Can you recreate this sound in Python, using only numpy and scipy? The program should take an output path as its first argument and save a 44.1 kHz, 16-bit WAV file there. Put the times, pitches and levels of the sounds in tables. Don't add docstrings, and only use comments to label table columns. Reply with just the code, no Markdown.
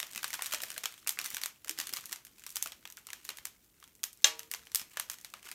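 import sys
import numpy as np
from scipy import signal
from scipy.fft import rfft, irfft, next_fast_len
from scipy.io import wavfile
from scipy.ndimage import map_coordinates

SR = 44100
rng = np.random.default_rng(int(sys.argv[2]) if len(sys.argv) > 2 else 0)


def digitize_waveform(pressure):
    field = np.atleast_2d(pressure).T
    bounded = np.clip(field, -1, 1)
    quanta = np.round(bounded * 32767).astype(np.int16)
    wavfile.write(sys.argv[1], SR, quanta)


N = 244314


def amp(db):
    return 10 ** (np.asarray(db) / 20)


def along(points, hz):
    f, v = np.transpose(points)
    return np.interp(np.log(hz + 1), np.log(f + 1), v)


def filtered(x, response):
    m = next_fast_len(N + 8192)
    hz = np.fft.rfftfreq(m, 1 / SR)
    return irfft(rfft(x, m) * response(hz), m)[..., :N]


def band(x, order, hz, kind):
    return signal.sosfilt(signal.butter(order, hz, kind, fs=SR, output="sos"), x)


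def placed(s, rows):
    at = np.round(s * SR).astype(int)[:, None] + np.arange(rows.shape[1])
    return np.bincount(at.ravel(), rows.ravel(), N + SR)[:N]


def ring(s, hz, db, t60, attack):
    t = np.clip(np.arange(N) / SR - s, 0, None)
    return amp(db - 60 * t / t60) * np.sin(2 * np.pi * hz * t) * (1 - np.exp(-t / attack))


# (frequency [Hz], relative density [dB per Hz])
AIR = [(15, -46), (30, -4), (55, 5), (160, -1), (320, -3), (500, -13.5), (900, -14), (1500, -15),
       (3200, -32), (4800, -34), (6300, -17), (12600, -12), (15500, -10), (17000, -46)]
AIR_DB = -70


def air():
    tone = filtered(rng.standard_normal(N), lambda hz: amp(along(AIR, hz)))
    return amp(AIR_DB) * tone / np.std(tone)


# (frequency [Hz], time to fall 60 dB [s])
WALLS = [(300, 0.84), (800, 0.31), (2100, 0.25), (5500, 0.23), (14600, 0.16)]
# (frequency [Hz], relative level [dB])
ECHO = [(200, -6.5), (1000, 3.5), (1700, 2.5), (3200, 5.5), (4800, 1.5), (6300, 5), (9000, 0), (13000, 8),
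        (16000, -4.5)]


def room(x, count=8, size=2048):
    hz, t, z = signal.stft(rng.standard_normal((count, SR // 2)), SR, nperseg=256)
    fade_db = along(ECHO, hz)[:, None] - 60 * t / along(WALLS, hz)[:, None]
    tails = signal.istft(z * amp(fade_db), SR, nperseg=256)[1]
    tails = tails * (1 - np.exp(-np.arange(tails.shape[1]) / SR / 0.00023))
    tails = tails / np.linalg.norm(tails[0])
    turn = np.arange(N) // size % count == np.arange(count)[:, None]
    return signal.fftconvolve(x * turn, tails, axes=1).sum(0)[:N]


# (time [s], level [dB])
HANDLING = [(0.0, -55), (0.45, -47.5), (0.72, -49), (0.89, -57.5), (1.13, -61), (1.27, -48), (1.33, -46),
            (1.48, -63), (1.7, -67), (1.83, -49), (2.01, -48.5), (2.22, -66.5), (2.45, -60), (2.57, -55),
            (2.78, -64.5), (2.89, -67.5), (3.32, -58), (3.56, -67.5), (3.81, -68), (4.1, -71.5),
            (4.23, -60.5), (4.86, -62), (4.94, -58), (5.54, -63)]


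def handling_db(s):
    return np.interp(s, *np.transpose(HANDLING))


def gloves():
    effort_db = handling_db(np.arange(N) / SR)
    lumps_db = 2.1 * map_coordinates(rng.standard_normal(200), [np.arange(N) * 25 / SR])
    rub = band(rng.standard_normal(N), 2, (120, 450), "bandpass")
    return amp(0.4 * effort_db - 52 + lumps_db) * rub / np.std(rub)


# (time [s], level before a common lift [dB], centre pitch [Hz])
THUDS = [(0.028, -47.5, 600), (0.158, -50, 284), (0.241, -66, 315), (0.389, -48, 710), (0.536, -36.5, 628),
         (0.63, -41, 641), (0.772, -46, 587), (0.836, -50, 417), (1.068, -50, 570), (1.335, -50, 307),
         (1.657, -52.5, 605), (1.786, -49, 317), (1.924, -48, 322), (2.114, -52, 360), (2.657, -43, 678),
         (3.299, -53, 573), (4.241, -52, 533), (4.54, -56, 392), (4.814, -51, 190), (4.968, -46.5, 642),
         (5.335, -52.5, 645), (5.452, -54, 393)]
THUD_LIFT_DB = 1.5


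def thuds():
    s, db, hz = np.transpose(THUDS)
    t = np.arange(3000) / SR
    wander = np.cumsum(0.14 * rng.standard_normal((len(s), len(t))), axis=1)
    tone = np.sin(2 * np.pi * hz[:, None] * t + wander)
    puff = tone * (1 - np.exp(-t / 0.0019)) * amp(-60 * t / 0.052)
    return placed(s, amp(db + THUD_LIFT_DB)[:, None] * puff)


# (time [s], frequency [Hz], level [dB], time to fall 60 dB [s])
BUMPS = [(1.695, 430, -52, 0.12), (1.7, 318, -49, .1), (1.7, 326, -61, 0.99)]


def bumps():
    return sum(ring(*row, attack=0.003) for row in BUMPS)


KNOCK_S, KNOCK_DB = 4.2433, -18
# (frequency [Hz], level before the knock's gain [dB], time to fall 60 dB [s])
PLATE = [(315, -41.5, 0.72), (454, -35.5, 1), (560, -17, 0.067), (627, -27.5, 0.37), (831, -23.5, 0.27),
         (954, -29, 0.49), (1143, -24.5, 0.34), (1647, -6, 0.037), (2850, -2, 0.046), (3250, -1.5, 0.078),
         (3680, 8, 0.024), (4030, 1, 0.035), (5320, 1, 0.032), (6220, 9, 0.03), (7170, 3, 0.033)]


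def knock():
    t = np.clip(np.arange(N) / SR - KNOCK_S, 0, None)
    contact = np.arange(N) == round((KNOCK_S + .0004) * SR)
    rattle = amp(-60 * t / .022) * (1 - np.exp(-t / .0004)) * rng.standard_normal(N)
    both = np.array([amp(3) * rattle + amp(13) * contact, amp(33) * contact])
    body = band(both, 2, (1300, 7500), "bandpass")
    edge = band(both, 2, 8000, "highpass")
    modes = sum(ring(KNOCK_S, *mode, attack=.0003) for mode in PLATE)
    blow = amp(KNOCK_DB) * (body - amp(-11.5) * edge + modes * amp([[0], [-9]]))
    return band(blow, 4, 240, "highpass")


BODY, POP, PANEL, CRACK = (350, 950), (950, 2500), (2300, 7200), (6800, 16000)
BODY_DB = -18
PANEL_DB, PANEL_LOSS = -1.5, 0.52


def parts(level_db, bright_db):
    def share_db(over_db):
        return -10 * np.log10(1 + amp(over_db) ** 2)

    panel_db = PANEL_DB - PANEL_LOSS * np.abs(bright_db)
    return level_db + np.array([share_db(bright_db), panel_db, share_db(-bright_db)])


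def facet_hz(pitch):
    return 1200 * 7 ** pitch


def creases(s, part_db, ring_hz, ring_share=.7, spike=3):
    t = np.arange(500) / SR
    shake = rng.standard_normal((len(s), len(t)))
    shake[:, 0] = spike * np.sign(shake[:, 0])
    shake += ring_share * np.sin(2 * np.pi * ring_hz[:, None] * t)
    both = np.array([shake, shake * (t == 0)])
    pop_db, panel_db, crack_db = part_db
    layers = [(-1, BODY, pop_db + BODY_DB, 0.082), (1, POP, pop_db, .012),
              (-1, PANEL, panel_db, 0.014), (1, CRACK, crack_db, 0.01)]
    rows = np.zeros(both.shape)
    for sign, edges, db, t60 in layers:
        part = band(both * amp(-60 * t / t60), 2, edges, "bandpass")
        part /= np.linalg.norm(part, axis=2, keepdims=True)
        rows += sign * np.sqrt(135) * amp(db)[:, None] * part
    return np.array([placed(s, row) for row in rows])


def crackle(count=3000):
    s, pitch = rng.random((count, 2)).T
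    size_db = 2.5 * rng.exponential(size=count).clip(0, 3)
    colour_db = 1.1 * rng.standard_normal((count, 3))
    s = s * N / SR
    level_db = handling_db(s) + size_db
    part_db = level_db + np.array([[-22], [-16], [-16]]) + colour_db.T
    return creases(s, part_db, facet_hz(pitch))


TICK_DB, TICK_SCATTER_DB, TICK_BRIGHT_DB = -4.5, 3, 7


def ticks(count=250):
    s, pitch, size = rng.random((count, 3)).T
    s = s * N / SR
    level_db = handling_db(s) + TICK_DB - TICK_SCATTER_DB * np.log(1 - .95 * size)
    bright_db = TICK_BRIGHT_DB + 24 * (pitch - .5)
    return creases(s, parts(level_db, bright_db), facet_hz(pitch))


# (start [s], length [s], level of the strongest creases [dB], mean brightness: crack over pop [dB])
RUNS = [(.328, 0.024, -46, 3), (.518, 0.034, -44, 8), (1.07, 0.032, -48, 16), (1.96, 0.023, -47.5, 8),
        (2.11, 0.028, -49, 5), (1.24, .03, -46, 11), (1.42, 0.028, -50, 14), (1.775, .04, -49, 2),
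        (4.76, 0.058, -52, 6), (4.942, .028, -62, -9), (5.094, .05, -50, 9), (5.342, 0.057, -65, -12),
        (5.43, 0.055, -54, 0), (5.482, 0.054, -53.5, 3)]


def runs(count=14):
    s, length, level_db, bright_db = np.repeat(RUNS, count, axis=0).T
    when, size, pitch = rng.random((len(s), 3)).T
    part_db = parts(level_db - 8 * size, bright_db + 14 * (pitch - .5))
    return creases(s + length * when, part_db, facet_hz(pitch))


# (time [s], level of pop and crack together [dB], brightness: crack over pop [dB], facet ring [Hz])
SNAPS = [(0.0015, -34, 4.5, 3750), (0.0292, -38, -1, 3730), (0.0688, -49.5, 8, 5800),
         (0.1127, -48, 17, 9210), (0.1337, -45, 9, 9000), (0.1493, -43.5, 7, 6070), (0.16, -37.5, 6, 1970),
         (0.1774, -38, 2.5, 2570), (0.2307, -37.5, 1, 1580), (0.2433, -31.5, -0.5, 1610),
         (0.2798, -40, 16, 8580), (0.305, -40.5, 5, 2250), (0.3309, -38, 3, 1880), (0.3382, -38, 14, 5240),
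         (0.3418, -35.5, 3, 1610), (0.3929, -37.5, -20, 1080), (0.4108, -43, -17, 1830),
         (0.422, -31, 8.5, 9600), (0.4446, -40.5, 10, 6950), (0.46, -37, 9, 3870), (0.466, -37, 11.5, 4620),
         (0.523, -38, 2, 3270), (0.5278, -35, 3, 1370), (0.5363, -31.5, 4.5, 1310),
         (0.5464, -34.5, 4, 6040), (0.6041, -41.5, -8, 3960), (0.619, -36.5, 22, 3890),
         (0.6355, -34, 4.5, 1730), (0.656, -47, 16, 2370), (0.7035, -38.5, 9, 9400),
         (0.7167, -44.5, 9, 5850), (0.7638, -43.5, -14, 1560), (0.7794, -34.5, 11, 4200),
         (0.836, -41.5, 4, 5500), (0.8394, -38.5, -1, 6440), (0.8569, -32, 2.5, 3280),
         (0.924, -49.5, 7, 2090), (0.9408, -52, 5, 3880), (0.9787, -55.5, 2, 3340),
         (1.0647, -47, -24, 2670), (1.074, -29, 10, 9400), (1.081, -35.5, 9, 5240),
         (1.0927, -25.5, 14.5, 9070), (1.1237, -44, 23, 8340), (1.1734, -43, -29, 2140),
         (1.1891, -33, 1, 2600), (1.2144, -39.5, 7, 3880), (1.2445, -38, 18, 4300),
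         (1.2542, -41.5, 1.5, 5910), (1.26, -36, 11, 9350), (1.3035, -38.5, 24, 5900),
         (1.3136, -46, -12, 2210), (1.346, -34, 11.5, 5700), (1.3684, -34.5, 2, 1510),
         (1.4155, -40, 5, 6000), (1.4359, -31.5, 7, 4540), (1.4595, -31.5, 8, 9200), (1.6466, -45, 6, 1310),
         (1.6743, -49.5, -1, 1770), (1.6815, -42, 6, 9250), (1.6945, -30, 11, 5340), (1.7881, -34, 7, 5350),
         (1.801, -32.5, 5, 4450), (1.8707, -39, 11, 3470), (1.8927, -41, 7, 9280), (1.9276, -44, 11, 3280),
         (1.9367, -31.5, 12.5, 5200), (1.9637, -42, 4, 1230), (1.97, -38.5, 3, 4190),
         (2.0096, -48, 14, 6970), (2.057, -39, 33, 6840), (2.0953, -50, 8, 8900), (2.1212, -39.5, 11, 9000),
         (2.1281, -33.5, 6, 1660), (2.1599, -46.5, 3, 6550), (2.2505, -46.5, 16, 1700),
         (2.2687, -52, 7, 9030), (2.3843, -60, 9, 4630), (2.3955, -53.5, 10, 6860),
         (2.438, -49.5, 8.5, 2950), (2.4653, -40.5, 9.5, 5770), (2.4926, -48, 13, 7040),
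         (2.5042, -43.5, 26, 5760), (2.525, -51, 24, 8650), (2.558, -32, 18, 6020),
         (2.568, -32.5, 12, 3050), (2.6259, -27, 19, 6200), (2.6599, -38.5, -2, 1380),
         (2.6728, -40.5, 10, 3200), (2.7209, -46, 0.5, 3240), (2.8539, -44.5, -5, 3370),
         (2.8752, -49.5, 7, 2680), (2.9014, -47.5, 12, 5870), (2.9243, -47.5, 17, 5780),
         (2.971, -47, 11, 6190), (2.977, -48, -21, 1430), (3.0696, -43, 11, 9200), (3.088, -50, -11, 2820),
         (3.1036, -45, 0, 2070), (3.1322, -37.5, 5, 1690), (3.251, -43.5, 12, 6600),
         (3.291, -36.5, 1, 4000), (3.3023, -45, -4, 3280), (3.3717, -45, 17, 6510), (3.3853, -47, -4, 3680),
         (3.4541, -33.5, 11, 9500), (3.4703, -47.5, 8, 5900), (3.6454, -62, 22, 9450),
         (3.8012, -59, 20, 5400), (3.8272, -52, -10, 1150), (3.8408, -53.5, 7, 3310),
         (3.877, -58.5, 7, 8530), (3.9524, -57, 20, 6310), (4.0334, -34.5, 9.5, 3300),
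         (4.0393, -28, 16, 6700), (4.1305, -49, 23, 9600), (4.1743, -57.5, 25, 5380),
         (4.2208, -57, 16, 7350), (4.3936, -38, 11.5, 6240), (4.403, -49, -17, 2810), (4.432, -51, 9, 2710),
         (4.5145, -32.5, 14.5, 1820), (4.538, -35, 5.5, 2850), (4.5474, -42, -1.5, 4440),
         (4.561, -50, 17, 8940), (4.654, -58, 23, 5350), (4.6704, -52.5, -5, 3120),
         (4.718, -49.5, 8.5, 5890), (4.748, -23, 17.5, 8870), (4.7575, -25, 20.5, 5600),
         (4.7964, -39.5, 9, 5250), (4.8152, -44.5, 3, 5190), (4.9717, -34.5, -3.5, 1740),
         (4.9983, -29, 8.5, 9000), (5.01, -48, -10, 1460), (5.0993, -34.5, 10.5, 6300),
         (5.1152, -43, 14, 5700), (5.1337, -47.5, 13, 3250), (5.186, -52.5, 5, 6680),
         (5.2128, -52, 18, 6200), (5.2472, -42.5, 5.5, 3920), (5.3018, -55, 20, 5660),
         (5.3388, -41, -6.5, 1215), (5.429, -53.5, 4, 3110), (5.4604, -54, 15, 3610),
         (5.4716, -51.5, -4, 3100), (5.4887, -47.5, -2, 1670), (5.515, -40.5, 4.5, 8690)]
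PANEL_RING_DB = 2.5


def snaps(count=3):
    s, level_db, bright_db, ring_hz = np.transpose(SNAPS)
    part_db = parts(level_db, bright_db)
    part_db[1] += PANEL_RING_DB * ((ring_hz > PANEL[0]) & (ring_hz < PANEL[1]))
    main = creases(s, part_db, ring_hz, ring_share=.8, spike=7)
    lag, size, pitch = rng.random((len(s) * count, 3)).T
    near_s = np.abs(np.repeat(s, count) + 0.02 * lag - .004)
    near_db = np.repeat(part_db, count, axis=1) - 8.5 - 16 * size - 6 * (lag < .18)
    return main + creases(near_s, near_db, facet_hz(pitch))


def scene():
    near, spread = snaps() + runs() + ticks() + crackle() + knock() + thuds()
    echo = amp(-8.5) * room(spread)
    return (near + echo + bumps() + gloves() + air())[None]


TOP_HZ = 15900
NOTCH_HZ, NOTCH_WIDTH_HZ, NOTCH_SHARE = 10400, 260, .45


def record(dry):
    def response(hz):
        notch = 1 - NOTCH_SHARE * np.exp(-((hz - NOTCH_HZ) / NOTCH_WIDTH_HZ) ** 2)
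        return notch / (1 + (hz / TOP_HZ) ** 60)

    return filtered(dry, response)


dry = scene()
out = record(dry)
digitize_waveform(out)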